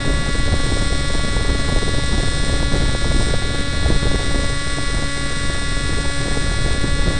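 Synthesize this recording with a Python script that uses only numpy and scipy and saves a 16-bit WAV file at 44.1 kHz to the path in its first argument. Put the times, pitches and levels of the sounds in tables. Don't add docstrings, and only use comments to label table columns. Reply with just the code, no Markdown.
import sys
import numpy as np
from scipy import signal
from scipy.fft import rfft, irfft, next_fast_len
from scipy.io import wavfile
from scipy.ndimage import uniform_filter1d

SR = 44100
rng = np.random.default_rng(int(sys.argv[2]) if len(sys.argv) > 2 else 0)


def inscribe(sig):
    pcm = np.round(np.clip(np.atleast_2d(sig).T, -1, 1) * 32767)
    wavfile.write(sys.argv[1], SR, pcm.astype(np.int16))


def gain_from_decibels(decibels):
    exponent = np.asarray(decibels, float) / 20
    return 10 ** exponent


N = 317079

# f/Hz, level/dB in each 140 Hz
FLUTTER = [(40, -13.5), (120, 1.5), (250, -1.5), (500, -5), (750, -12.5), (1000, -18.5), (1500, -26.5),
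           (2500, -53.5)]


def propeller():
    # t/s, speed/rpm
    shaft = [(0.0, 8430), (0.5, 8434), (0.9, 8443), (1.4, 8444), (1.63, 8437), (2.1, 8447), (4.1, 8453),
             (4.4, 8449), (5.3, 8443), (5.9, 8442), (6.4, 8453), (7.19, 8453)]
    # t/s, level/dB
    facing = [(0.0, -4), (0.2, -2), (0.5, -4), (0.72, 1), (1.05, 0), (1.5, -3.5), (2.4, 1.5), (2.56, -1),
              (2.72, -3.3), (3.06, -1), (3.24, 3), (3.42, -5), (3.74, -5.5), (4.42, 0.5), (5.98, -0.5),
              (6.36, 1.5), (6.8, -3), (7.19, -4)]
    # t/s, level/dB
    hang = [
        (0.0, -1.5),
        (0.25, -1.5),
        (0.55, 1.5),
        (1.1, 1.5),
        (1.4, 0.2),
        (1.8, 2.2),
        (4.1, 2),
        (4.6, -0.9),
        (6.1, -1.4),
        (7.19, -.2),
    ]
    ring_per_facing = (-.05, .05, 0.54, 1)
    ring_per_hang = (-0.24, 0.65, .3, .05)

    facing_db, hang_db = curve(facing), curve(hang)
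    rings_db = [a * facing_db + b * hang_db for a, b in zip(ring_per_facing, ring_per_hang)]
    speed_rpm = curve(shaft) + 1.6 * wander(hz=12)
    turns = np.cumsum(speed_rpm) / 60 / SR

    which = np.floor(2 * turns + 0.3).astype(int)
    late, strong = rng.standard_normal((which[-1] + 1, 2))[which].T
    late, strong = uniform_filter1d(late, size=40), uniform_filter1d(strong, size=40)

    hum_wave, *ring_waves = one_turn()
    crack = blade_cracks(turns + 0.0004 * late, ring_waves, rings_db)
    hum = play_turns(turns + 0.012 * wander(hz=11), hum_wave) * gain_from_decibels(1.8 * wander(hz=2.5))
    hiss = blade_hiss(2 * turns, facing_db, rings_db[-1], strong)
    return hum + crack * gain_from_decibels(0.66 * strong) + hiss


def blade_cracks(turns, ring_waves, rings_db):
    crack = sum(gain_from_decibels(db) * play_turns(turns, wave) for db, wave in zip(rings_db, ring_waves))
    t = np.arange(N) / SR
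    delay_s = 0.0011 + 0.00012 * wander(hz=0.35)
    return crack + gain_from_decibels(-17) * np.interp(t - delay_s, t, crack)


def blade_hiss(passes, facing_db, top_ring_db, strong):
    # f/Hz, level/dB in each 140 Hz
    tip_spectrum = [(800, -70), (1500, -63), (2800, -72.5), (3700, -62), (5000, -65.5), (6400, -59.5),
                    (7500, -64), (8300, -48.5), (9200, -60), (10200, -91), (11000, -100)]
    # f/Hz, level/dB in each 140 Hz
    guard_spectrum = [(800, -68), (1600, -49.5), (2800, -60.5), (3600, -51), (4400, -52), (6400, -65),
                      (7500, -70), (8300, -52.5), (9200, -66), (10200, -89), (11000, -100)]
    # f/Hz, level/dB in each 140 Hz
    wash_spectrum = [(800, -62), (1500, -51), (2100, -48.5), (2850, -68.5), (3600, -49), (5000, -59),
                     (6400, -62.5), (8300, -56), (9200, -59), (10200, -70), (11000, -100)]

    tips = noise(tip_spectrum) * evened(puff(passes, 0.03, 0.098))
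    tips *= gain_from_decibels(0.16 * top_ring_db + 1.3 * strong)
    guard = noise(guard_spectrum) * evened(puff(passes, 0.606, 0.11))
    guard *= gain_from_decibels(0.11 * facing_db + 1.2 * wander(hz=25.6))
    wash = noise(wash_spectrum) * gain_from_decibels(1.1 * wander(hz=11))
    return tips + guard + wash


def puff(passes, at, width):
    return np.exp((np.cos(2 * np.pi * (passes - at)) - 1) / (2 * np.pi * width) ** 2)


def one_turn(size=4096):
    # shaft order, level/dB rms
    blade_pass = [(2, -35.5), (4, -39.5), (6, -53), (8, -37.5), (10, -38), (12, -36.5), (14, -34.5),
                  (16, -42), (18, -45), (20, -45.5), (22, -48), (24, -41), (26, -38), (28, -40),
                  (30, -40.5), (32, -51), (34, -47.5), (36, -44.5), (38, -43.5), (40, -46.5), (42, -48),
                  (44, -58), (46, -57), (48, -55.5), (50, -51.5), (52, -53), (54, -51), (56, -56),
                  (58, -45), (60, -44), (62, -52), (64, -64), (66, -61), (68, -60), (70, -64.5), (72, -77),
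                  (74, -74.5)]
    # odd shaft order, level/dB rms
    blade_mismatch = [(1, -33.5), (3, -56), (7, -63.5), (13, -60.5), (17, -68), (21, -64.5), (25, -52.5),
                      (31, -56.5), (39, -66), (49, -83), (55, -65.5), (59, -49.5), (65, -53.5), (73, -75.5)]
    ring_orders = (8, 21, 33, 51)

    order = np.arange(129)
    both, differ = (causal(np.interp(order, *np.transpose(table), right=-95))
                    for table in (blade_pass, blade_mismatch))
    lines = np.where(order % 2, differ, -1j * both) * (order > 0) * size / np.sqrt(2)
    ring = np.searchsorted(ring_orders, order, side="right")
    return [irfft(lines * (ring == k), size) for k in range(len(ring_orders) + 1)]


def causal(db):
    log_gain = np.log(gain_from_decibels(db))
    circle = np.r_[log_gain, log_gain[-2:0:-1]]
    return np.exp(log_gain - 1j * signal.hilbert(circle).imag[:len(db)])


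def play_turns(turns, wave):
    return np.interp(turns % 1, np.arange(len(wave)) / len(wave), wave, period=1)


def wind():
    # t/s, level/dB
    airstream = [(0.0, -21.5), (0.06, -19.5), (1.1, -20), (1.5, -19), (2.3, -19), (3.3, -18.5), (3.6, -20),
                 (3.9, -19), (4.3, -19.5), (4.7, -24), (5.4, -25), (5.85, -20), (6.2, -21.5), (6.5, -19),
                 (7.19, -21)]
    # t/s, level/dB, length/s
    gusts = [(0.098, 3, 0.071), (0.357, -0.5, 0.043), (0.526, 4, .04), (0.707, 2.5, .08), (1.387, 2, 0.052),
             (1.507, 5.5, 0.033), (1.65, -5.5, .04), (1.683, 4, 0.046), (1.747, 2, 0.033), (2.206, 4, .1),
             (2.352, -3, .05), (2.44, -5, 0.028), (2.706, -10, .05), (2.733, 6, 0.084), (2.995, -3, 0.081),
             (3.174, 3.5, 0.13), (3.33, 2.5, 0.068), (3.643, -3, 0.077), (3.93, 5, .08), (4.0, -12, .04),
             (4.167, 4.5, 0.086), (4.794, 0, .04), (4.977, 3.5, 0.18), (5.13, -10, 0.045),
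             (6.14, -11, 0.047), (6.38, -2, 0.052), (6.505, 3, 0.036), (6.813, -0.5, 0.046), (6.92, 2, .04),
             (7.092, 2.5, 0.11)]
    # f/Hz, level/dB in each 140 Hz
    rumble_spectrum = [(2, -32), (6, 1), (20, 2), (60, -3), (110, -9.5), (200, -20.5), (400, -61)]

    t = np.arange(N) / SR
    stream_db = curve(airstream)
    stream_db = stream_db + sum(db * np.exp(-((t - s) / (0.54 * length)) ** 2) for s, db, length in gusts)
    push = sum(gain_from_decibels(db - 16.5) * (db > 0) * np.exp(-((t - s) / 0.014) ** 2) for s, db, _ in gusts)

    lumps = wander(hz=35.8)
    swell = evened(noise(rumble_spectrum) * gain_from_decibels(1.2 * lumps))
    flutter = eddy_flutter(lumps, swell) * gain_from_decibels(stream_db - 9)
    bursts = (eddy_pops() + eddy_ticks(stream_db)) * (0.36 + evened(noise(FLUTTER)))
    air = swell * gain_from_decibels(stream_db + 0.85) + push + flutter + bursts
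    swing_top = 0.9
    return swing_top * np.tanh((air - air.mean()) / swing_top)


def eddy_flutter(lumps, swell):
    shed_hz, shed_width_hz = 21.1, 3.5
    shedding = evened(shaped(lambda f: np.exp(-((f - shed_hz) / shed_width_hz) ** 2)))
    lump_db = 2.8 * lumps + 3.5 * wander(hz=89.4) + 2.5 * swell + 2.5 * shedding
    return evened(noise(FLUTTER) * gain_from_decibels(np.minimum(lump_db, 10)))


def eddy_pops():
    # t/s, peak level/dB
    burst_times = [(0.046, -25), (0.078, -16), (0.263, -13.5), (0.532, -11), (0.722, -18), (0.796, -13),
                   (1.114, -23), (1.365, -12), (1.487, -22), (1.612, -16.5), (1.687, -11), (1.76, -11),
                   (1.885, -20), (2.192, -18), (2.627, -10), (2.718, -11.5), (2.948, -10), (3.044, -12),
                   (3.338, -13), (3.914, -27), (4.053, -13.5), (4.142, -14), (4.357, -11.5), (4.783, -12.5),
                   (5.023, -19), (5.26, -21), (6.256, -16), (6.37, -12), (6.841, -13), (7.058, -17)]
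    t, pops = np.arange(1300) / SR, np.zeros(N)
    rise_s, decay_s = 0.0018, 0.0037
    shape = (1 - np.exp(-t / rise_s)) * np.exp(-t / decay_s)
    for s, db in burst_times:
        part = pops[round(s * SR):][:len(t)]
        part += gain_from_decibels(db + 3) * shape[:len(part)]
    return pops


def eddy_ticks(stream_db):
    hits = rng.random(N) < 70 / SR
    ticks = hits * gain_from_decibels(stream_db - 7.5 + 3.1 * rng.standard_normal(N))
    t = np.arange(1300) / SR
    return signal.oaconvolve(ticks, np.exp(-((t - 0.004) / 0.0016) ** 2))[:N]


def shaped(gain):
    size = next_fast_len(N)
    spectrum = rfft(rng.standard_normal(size))
    return irfft(spectrum * gain(np.fft.rfftfreq(size, 1 / SR)), size)[:N]


def noise(points):
    f, db = np.transpose(points)
    hiss = shaped(lambda hz: gain_from_decibels(np.interp(np.log(hz + 1), np.log(f + 1), db)))
    return hiss * np.sqrt(SR / 2 / 140)


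def wander(hz):
    return evened(shaped(lambda f: (f > 0) / (1 + (f / hz) ** 4)))


def evened(x):
    return x / np.sqrt(np.mean(x ** 2) + 1e-20)


def curve(rows):
    return np.interp(np.arange(N) / SR, *np.transpose(rows))


def camera_rounding(x, step_db, flicker_db, mute_db, size=1152):
    n, k = np.arange(2 * size)[:, None] + 0.5, np.arange(size // 2) + 0.5
    window = np.sin(np.pi * n / (2 * size))
    basis = window * np.cos(np.pi / size * (n + size / 2) * k) * np.sqrt(2 / size)
    count = len(x) // size + 2
    padded = np.pad(x, (size, (count + 1) * size - len(x)))
    lines = np.lib.stride_tricks.sliding_window_view(padded, 2 * size)[::size][:count] @ basis

    step = gain_from_decibels(step_db + flicker_db * rng.standard_normal((count, size // 32))).repeat(16, axis=1)
    rounded = np.floor((abs(lines) / step) ** 0.75 + 0.4054) ** (4 / 3) * step * np.sign(lines)

    power = uniform_filter1d((lines ** 2).reshape(count, -1, 6).mean(2), size=3, axis=0)
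    khz = np.arange(size // 12) * 3 * SR / size / 1000
    drift = uniform_filter1d(rng.standard_normal(power.shape), size=5, axis=0)
    limit_db = mute_db - 1.05 * khz + 3.5 * drift
    rounded *= ((power > gain_from_decibels(limit_db) ** 2) | (khz > 9)).repeat(6, axis=1)

    frames = rounded @ basis.T
    return (frames[1:, :size] + frames[:-1, size:]).ravel()[:len(x)]


def scene():
    return (propeller() + wind())[None]


def roll_off(x):
    return signal.sosfilt(signal.butter(12, 11000, fs=SR, output="sos"), x)


def record(dry):
    low = signal.oaconvolve(dry[0], signal.firwin(511, 10900, fs=SR), "same")
    rounded = camera_rounding(low, step_db=-41, flicker_db=2.5, mute_db=-32)
    offset = -0.061
    fade_in = np.minimum(np.arange(N) / 200, 1)
    return roll_off((rounded[None] + offset) * fade_in)


dry = scene()
out = record(dry)
inscribe(out)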